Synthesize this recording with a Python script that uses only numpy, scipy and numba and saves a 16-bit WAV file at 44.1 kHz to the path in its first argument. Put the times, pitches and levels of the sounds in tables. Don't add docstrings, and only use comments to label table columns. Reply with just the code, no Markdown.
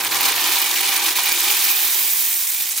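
import sys
import numpy as np
from scipy import signal
from scipy.fft import rfft, irfft
from scipy.io import wavfile
from scipy.ndimage import uniform_filter1d
from numba import njit

SR = 44100
rng = np.random.default_rng(int(sys.argv[2]) if len(sys.argv) > 2 else 0)


def digitize_waveform(pressure):
    field = np.atleast_2d(pressure).T
    bounded = np.clip(field, -1, 1)
    quanta = np.round(bounded * 32767).astype(np.int16)
    wavfile.write(sys.argv[1], SR, quanta)


def decibels_to_gain(level_db):
    exponent = np.asarray(level_db, float) / 20
    return 10 ** exponent


N = 123479

# (time [s], level [dB])
POUR = [(0, -22), (.03, -26), (.06, -22), (.09, -27), (.115, -23.5), (.16, -21), (.203, -24), (.211, -19.5),
        (.26, -19.5), (.3, -18.5), (.345, -23.5), (.39, -20.5), (.44, -19.5), (.5, -19.5), (.55, -18),
        (.62, -20), (.68, -20.5), (.72, -20), (.78, -19.5), (.825, -21.5), (.86, -20), (.93, -20),
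        (1.0, -21), (1.04, -22), (1.07, -19), (1.1, -20.5), (1.145, -25.5), (1.18, -19), (1.23, -23),
        (1.253, -22), (1.27, -20), (1.33, -21), (1.45, -19), (1.6, -18.5), (1.71, -17), (1.73, -21.5),
        (1.85, -20), (1.92, -21), (2.0, -21), (2.13, -24), (2.3, -22.5), (2.4, -21.5), (2.5, -20),
        (2.6, -21), (2.64, -20), (2.665, -22), (2.68, -22.5), (2.72, -21.5), (2.737, -22), (2.75, -25.5),
        (2.78, -18.5), (2.8, -22.5)]
# (time [s], drumming, splashes, ticks, fizz [dB re stream], clumping scale [dB])
MIX = [(0, -6.5, -4, -5.5, -4.5, 2.4), (.35, -8.5, -3, -8, -5.5, 1.4), (.7, -13.5, -5, -7, -6, 1.45),
       (1.1, -10, -3, -5.5, -5, 1.57), (1.5, -14.5, -4.5, -5.5, -5.5, 1.2),
       (1.69, -18, -6.5, -6.5, -3.5, 0.61), (1.73, -16.5, -5.5, -6.5, 0, 1), (1.9, -17, -6, -5, -1, 0.53),
       (2.2, -18, -6, -1, 2.5, 0.39), (2.5, -25.5, -12, -7.5, -4, 0.89), (2.8, -23.5, -9.5, -6, -6.5, 1.8)]


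def curve(table, col):
    rows = np.array(table)
    return np.interp(np.arange(N) / SR, rows[:, 0], rows[:, col])


def on_hz(table, hz):
    rows = np.array(table)
    return np.interp(np.log(hz + 1), np.log(rows[:, 0] + 1), rows[:, 1])


def colour(x, db_of_hz):
    size = 8192
    log_gain = np.log(decibels_to_gain(db_of_hz(np.fft.rfftfreq(size, 1 / SR))))
    cepstrum = irfft(log_gain)
    cepstrum[1:size // 2] *= 2
    cepstrum[size // 2 + 1:] = 0
    impulse = irfft(np.exp(rfft(cepstrum)))
    return signal.fftconvolve(x, impulse[None], axes=1)[:, :N]


def walk(rate_hz):
    hold = max(int(SR / rate_hz), 2)
    steps = np.repeat(rng.standard_normal(N // hold + 1), hold)
    slewed = uniform_filter1d(steps, hold)[:N]
    steady = slewed - uniform_filter1d(slewed, size=5 * hold)
    return steady / steady.std()


@njit
def ring(start, hz, decay_s, left, right, lead_rad):
    out = np.zeros((2, N))
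    for k in range(len(start)):
        step = np.exp(2j * np.pi * hz[k] / SR - 1 / (decay_s[k] * SR))
        z, turn = 1 + 0j, np.exp(1j * lead_rad[k])
        for i in range(start[k], min(N, start[k] + int(5 * decay_s[k] * SR))):
            out[0, i] += left[k] * (z * turn).imag
            out[1, i] += right[k] * z.imag
            z *= step
    return out


def shower(count, lo_hz, hi_hz, decay_ms, scatter_db, spread_db, lag_us):
    when, pitch, rank = rng.random((count, 3)).T
    decay_dev, pan_dev, lag_dev = rng.standard_normal((count, 3)).T
    hz = lo_hz + (hi_hz - lo_hz) * pitch
    decay_s = decay_ms / 1000 * np.exp(0.21 * decay_dev)
    size = decibels_to_gain(-scatter_db * np.log(1.012 - rank)) / np.sqrt(decay_s)
    left = size * decibels_to_gain(spread_db * pan_dev / 2)
    right = size * decibels_to_gain(-spread_db * pan_dev / 2)
    lead_rad = 2 * np.pi * hz * lag_us * 1e-6 * lag_dev
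    return ring((when * N).astype(np.int64), hz, decay_s, left, right, lead_rad)


def layer(x, table, col, db):
    x = colour(x, lambda hz: on_hz(table, hz))
    mid_rms = np.sqrt(np.mean(x.mean(axis=0) ** 2))
    return x / mid_rms * decibels_to_gain(curve(POUR, 1) + curve(MIX, col) + db)


def singles(table, decay_ms, trim_db):
    low_cut_hz = 700
    s, level_db, hz = np.array(table, float).T
    size = decibels_to_gain(level_db + trim_db)
    x = ring((s * SR).astype(np.int64), hz, 0 * s + decay_ms / 1000, size, size, 0 * s)
    return signal.sosfilt(signal.butter(3, low_cut_hz, "high", fs=SR, output="sos"), x)


def stream():
    clumps_db = curve(MIX, 5) * (.2 * walk(45) + .8 * walk(150))
    out = drumming(clumps_db) + splashes(clumps_db) + ticks(clumps_db) + fizz(clumps_db)
    out = pan_ringing(out + cracks(clumps_db))
    return out + loudest_pieces()


def drumming(clumps_db):
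    # (frequency [Hz], gain [dB])
    drum_gain = [(120, -46), (200, -19), (231, -16), (355, -2), (436, -9.5), (613, -12.5), (808, -0.5),
                 (876, -4), (958, 1.5), (1360, -3.5), (1850, -2), (2210, -4), (3740, -120)]
    grains = shower(count=12000, lo_hz=98, hi_hz=1991, decay_ms=3.1,
                    scatter_db=0.67, spread_db=-0.8, lag_us=75)
    return layer(grains, drum_gain, col=1, db=0.3 * clumps_db)


def splashes(clumps_db):
    # (frequency [Hz], gain [dB])
    splash_gain = [(820, -26.5), (1400, -15), (1860, -6), (2300, -3), (2700, -5), (3900, -1.5),
                   (6500, -7.5), (8450, -13), (14300, -120)]
    grains = shower(count=26000, lo_hz=990, hi_hz=7100, decay_ms=0.86,
                    scatter_db=0.33, spread_db=3.5, lag_us=28.3)
    flicker_db = .4 * curve(MIX, 5) * walk(90)
    return layer(grains, splash_gain, col=2, db=clumps_db + flicker_db)


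def ticks(clumps_db):
    # (frequency [Hz], gain [dB])
    tick_gain = [(3240, -33), (5500, -11.5), (11500, -7), (15000, -52), (22000, -120)]
    grains = shower(count=16000, lo_hz=5160, hi_hz=11520, decay_ms=0.29,
                    scatter_db=0.5, spread_db=5.5, lag_us=14.6)
    flicker_db = .7 * curve(MIX, 5) * walk(60)
    return layer(grains, tick_gain, col=3, db=clumps_db + flicker_db)


def fizz(clumps_db):
    # (frequency [Hz], gain [dB])
    fizz_gain = [(7000, -30), (10500, -20), (12000, 3), (13200, 4.5), (14500, 4.5), (15300, 8), (15900, -4),
                 (17000, -10)]
    grains = shower(count=22000, lo_hz=9400, hi_hz=17900, decay_ms=0.46,
                    scatter_db=1.5, spread_db=1.0, lag_us=13.0)
    flicker_db = .9 * curve(MIX, 5) * walk(45)
    return layer(grains, fizz_gain, col=4, db=clumps_db + flicker_db)


def cracks(clumps_db):
    grains = shower(count=500, lo_hz=2500, hi_hz=9000, decay_ms=0.15,
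                    scatter_db=1.5, spread_db=4.0, lag_us=5)
    sharp = np.diff(grains, prepend=0)
    return sharp / sharp.std() * decibels_to_gain(curve(POUR, 1) + clumps_db - 13)


def pan_ringing(dry_stream):
    # (frequency [Hz], width [Hz], full boost [dB])
    pan_modes = [(370, 40, 1.5), (806, 84, 5), (1183, 55, 2.5), (2264, 37, 6), (2410, 127, 6.5),
                 (2954, 116, 5.5), (3490, 66, 4), (3890, 44, 0.5)]
    # (time [s], mean share of ringing [0-1], mean share of the rise in pitch [0-1])
    pan_shares = [(0, 1, 0), (1.3, 1, .2), (1.7, .9, 1), (1.85, .5, 1), (2.8, .45, 1)]
    full_pitch_ratio = 1.045

    def resonate(ratio):
        return colour(dry_stream, lambda hz: sum(
            db / (1 + (2 * (hz / ratio - f) / w) ** 2) for f, w, db in pan_modes))

    empty, full = resonate(1), resonate(full_pitch_ratio)
    fill = np.clip(curve(pan_shares, 2) + .35 * walk(9), 0, 1)
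    rung = empty + fill * (full - empty)
    share = curve(pan_shares, 1) * np.clip(1 + .4 * walk(14), 0, 2)
    return dry_stream + share * (rung - dry_stream)


def loudest_pieces():
    # (time [s], level before trim [dB], frequency [Hz])
    single_cracks = [(.081, -14, 9000), (.1197, -12, 4750), (.1324, -17, 3000), (.1465, -7, 5800),
                     (.209, -10, 4000), (.2409, -5, 3930), (.2618, -8, 5000), (.2964, -13, 7400),
                     (1.2036, -13, 6010), (1.2073, -11, 8000), (1.256, -11, 4530), (1.2805, -10, 4200),
                     (1.3198, -8, 5500), (2.7105, -12, 6500), (2.761, -16, 6000)]
    single_splashes = [(0.049, -8, 2480), (0.2074, 0.5, 2300), (0.4174, -10, 2480), (0.7602, -7, 2970),
                       (0.8355, -5, 2430), (1.0595, -4, 3100), (1.0987, -9, 2400), (1.1727, -9, 2200),
                       (1.2795, -10, 3490), (1.77, -4, 3600), ]
    single_ticks = [(0.1715, -14, 8590), (0.2326, -13, 13800), (0.3207, -14, 9000), (0.4743, -11, 11900),
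                    (0.588, -10, 12800), (0.617, -7.5, 13200), (0.8505, -13.5, 8200), (0.9782, -12, 9400),
                    (1.0819, -14, 12700), (1.2351, -11, 13400), (1.2605, -10, 14600), (1.3254, -6, 15200),
                    (1.3693, -14, 7400), (1.406, -8, 14100), (1.5125, -8, 15200), (2.1355, -5.5, 14600),
                    (2.3451, -13, 15100), (2.6224, -12, 14500)]
    return (singles(single_cracks, decay_ms=0.29, trim_db=4)
            + singles(single_splashes, decay_ms=1.0, trim_db=-6.0)
            + singles(single_ticks, decay_ms=0.69, trim_db=6.0))


def echo(near):
    t60_s, level_db, low_cut_hz = .12, -13, 700
    t = np.arange(SR // 4) / SR
    decay = np.exp(-np.log(1000) * t / t60_s) * (t > .002)
    tail = rng.standard_normal((2, len(t))) * decay
    tail = signal.sosfilt(signal.butter(1, low_cut_hz, "high", fs=SR, output="sos"), tail)
    tail = tail * decibels_to_gain(level_db) / np.sqrt(np.sum(tail ** 2, axis=1, keepdims=True))
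    return signal.fftconvolve(near, tail, axes=1)[:, :N]


def hum():
    # (time [s], level [dB])
    background_level = [(0.0, -49), (0.03, -52.5), (0.55, -57.5), (0.58, -64.5), (1.32, -60), (1.43, -70.5),
                        (2.19, -80), (2.8, -74)]
    # (multiple of the fundamental, rms re background level [dB])
    hum_partials = [(1, -2.5), (2, -4)]
    # (frequency [Hz], gain [dB])
    rumble_gain = [(20, -20), (45, -18), (60, -5), (75, -11), (150, 5.5), (250, -11), (500, 6), (1000, -7)]
    hum_hz, rumble_db = 117, 11
    t = np.arange(N) / SR
    lines = sum(decibels_to_gain(db) * np.sin(2 * np.pi * k * hum_hz * t) for k, db in hum_partials) * np.sqrt(2)
    mid, side = colour(rng.standard_normal((2, N)), lambda hz: on_hz(rumble_gain, hz))
    wide = mid + .8 * side * np.array([[1], [-1]])
    rumble = wide / mid.std() * decibels_to_gain(rumble_db + 1.5 * walk(12))
    return (lines + rumble) * decibels_to_gain(curve(background_level, 1))


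def scene():
    pan_floor_hz = 200
    low_cut = signal.butter(4, pan_floor_hz, "high", fs=SR, output="sos")
    near = signal.sosfilt(low_cut, stream())
    return near + echo(near) + hum()


def band_limit(x):
    return signal.sosfilt(signal.butter(12, 17070, fs=SR, output="sos"), x)


def record(dry):
    # (frequency [Hz], left minus right [dB])
    port_balance = [(110, -4), (200, -2.5), (380, -0.5), (700, -1.5), (1290, -0.5), (2380, -4), (4400, 0.5),
                    (8120, -2), (15000, -4)]
    # (frequency [Hz], phase by which left leads right [rad])
    port_phase = [(500, 0.084), (1300, -0.5), (3300, 0.27), (6800, -0.062), (16000, -1.15)]
    side_from_hz, top_hz = 630, 15850
    hz = np.fft.rfftfreq(N + SR, 1 / SR)
    left, right = rfft(dry, N + SR, axis=1)
    mid = (left + right) / 2
    side = (left - right) / 2 * hz / np.hypot(hz, side_from_hz)
    tilt = decibels_to_gain(on_hz(port_balance, hz) / 2) * np.exp(.5j * on_hz(port_phase, hz))
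    wet = irfft(np.array([(mid + side) * tilt, (mid - side) / tilt]), N + SR, axis=1)[:, :N]
    wet = signal.sosfilt(signal.ellip(12, .3, 80, top_hz, fs=SR, output="sos"), wet)
    return band_limit(wet)


dry = scene()
out = record(dry)
digitize_waveform(out)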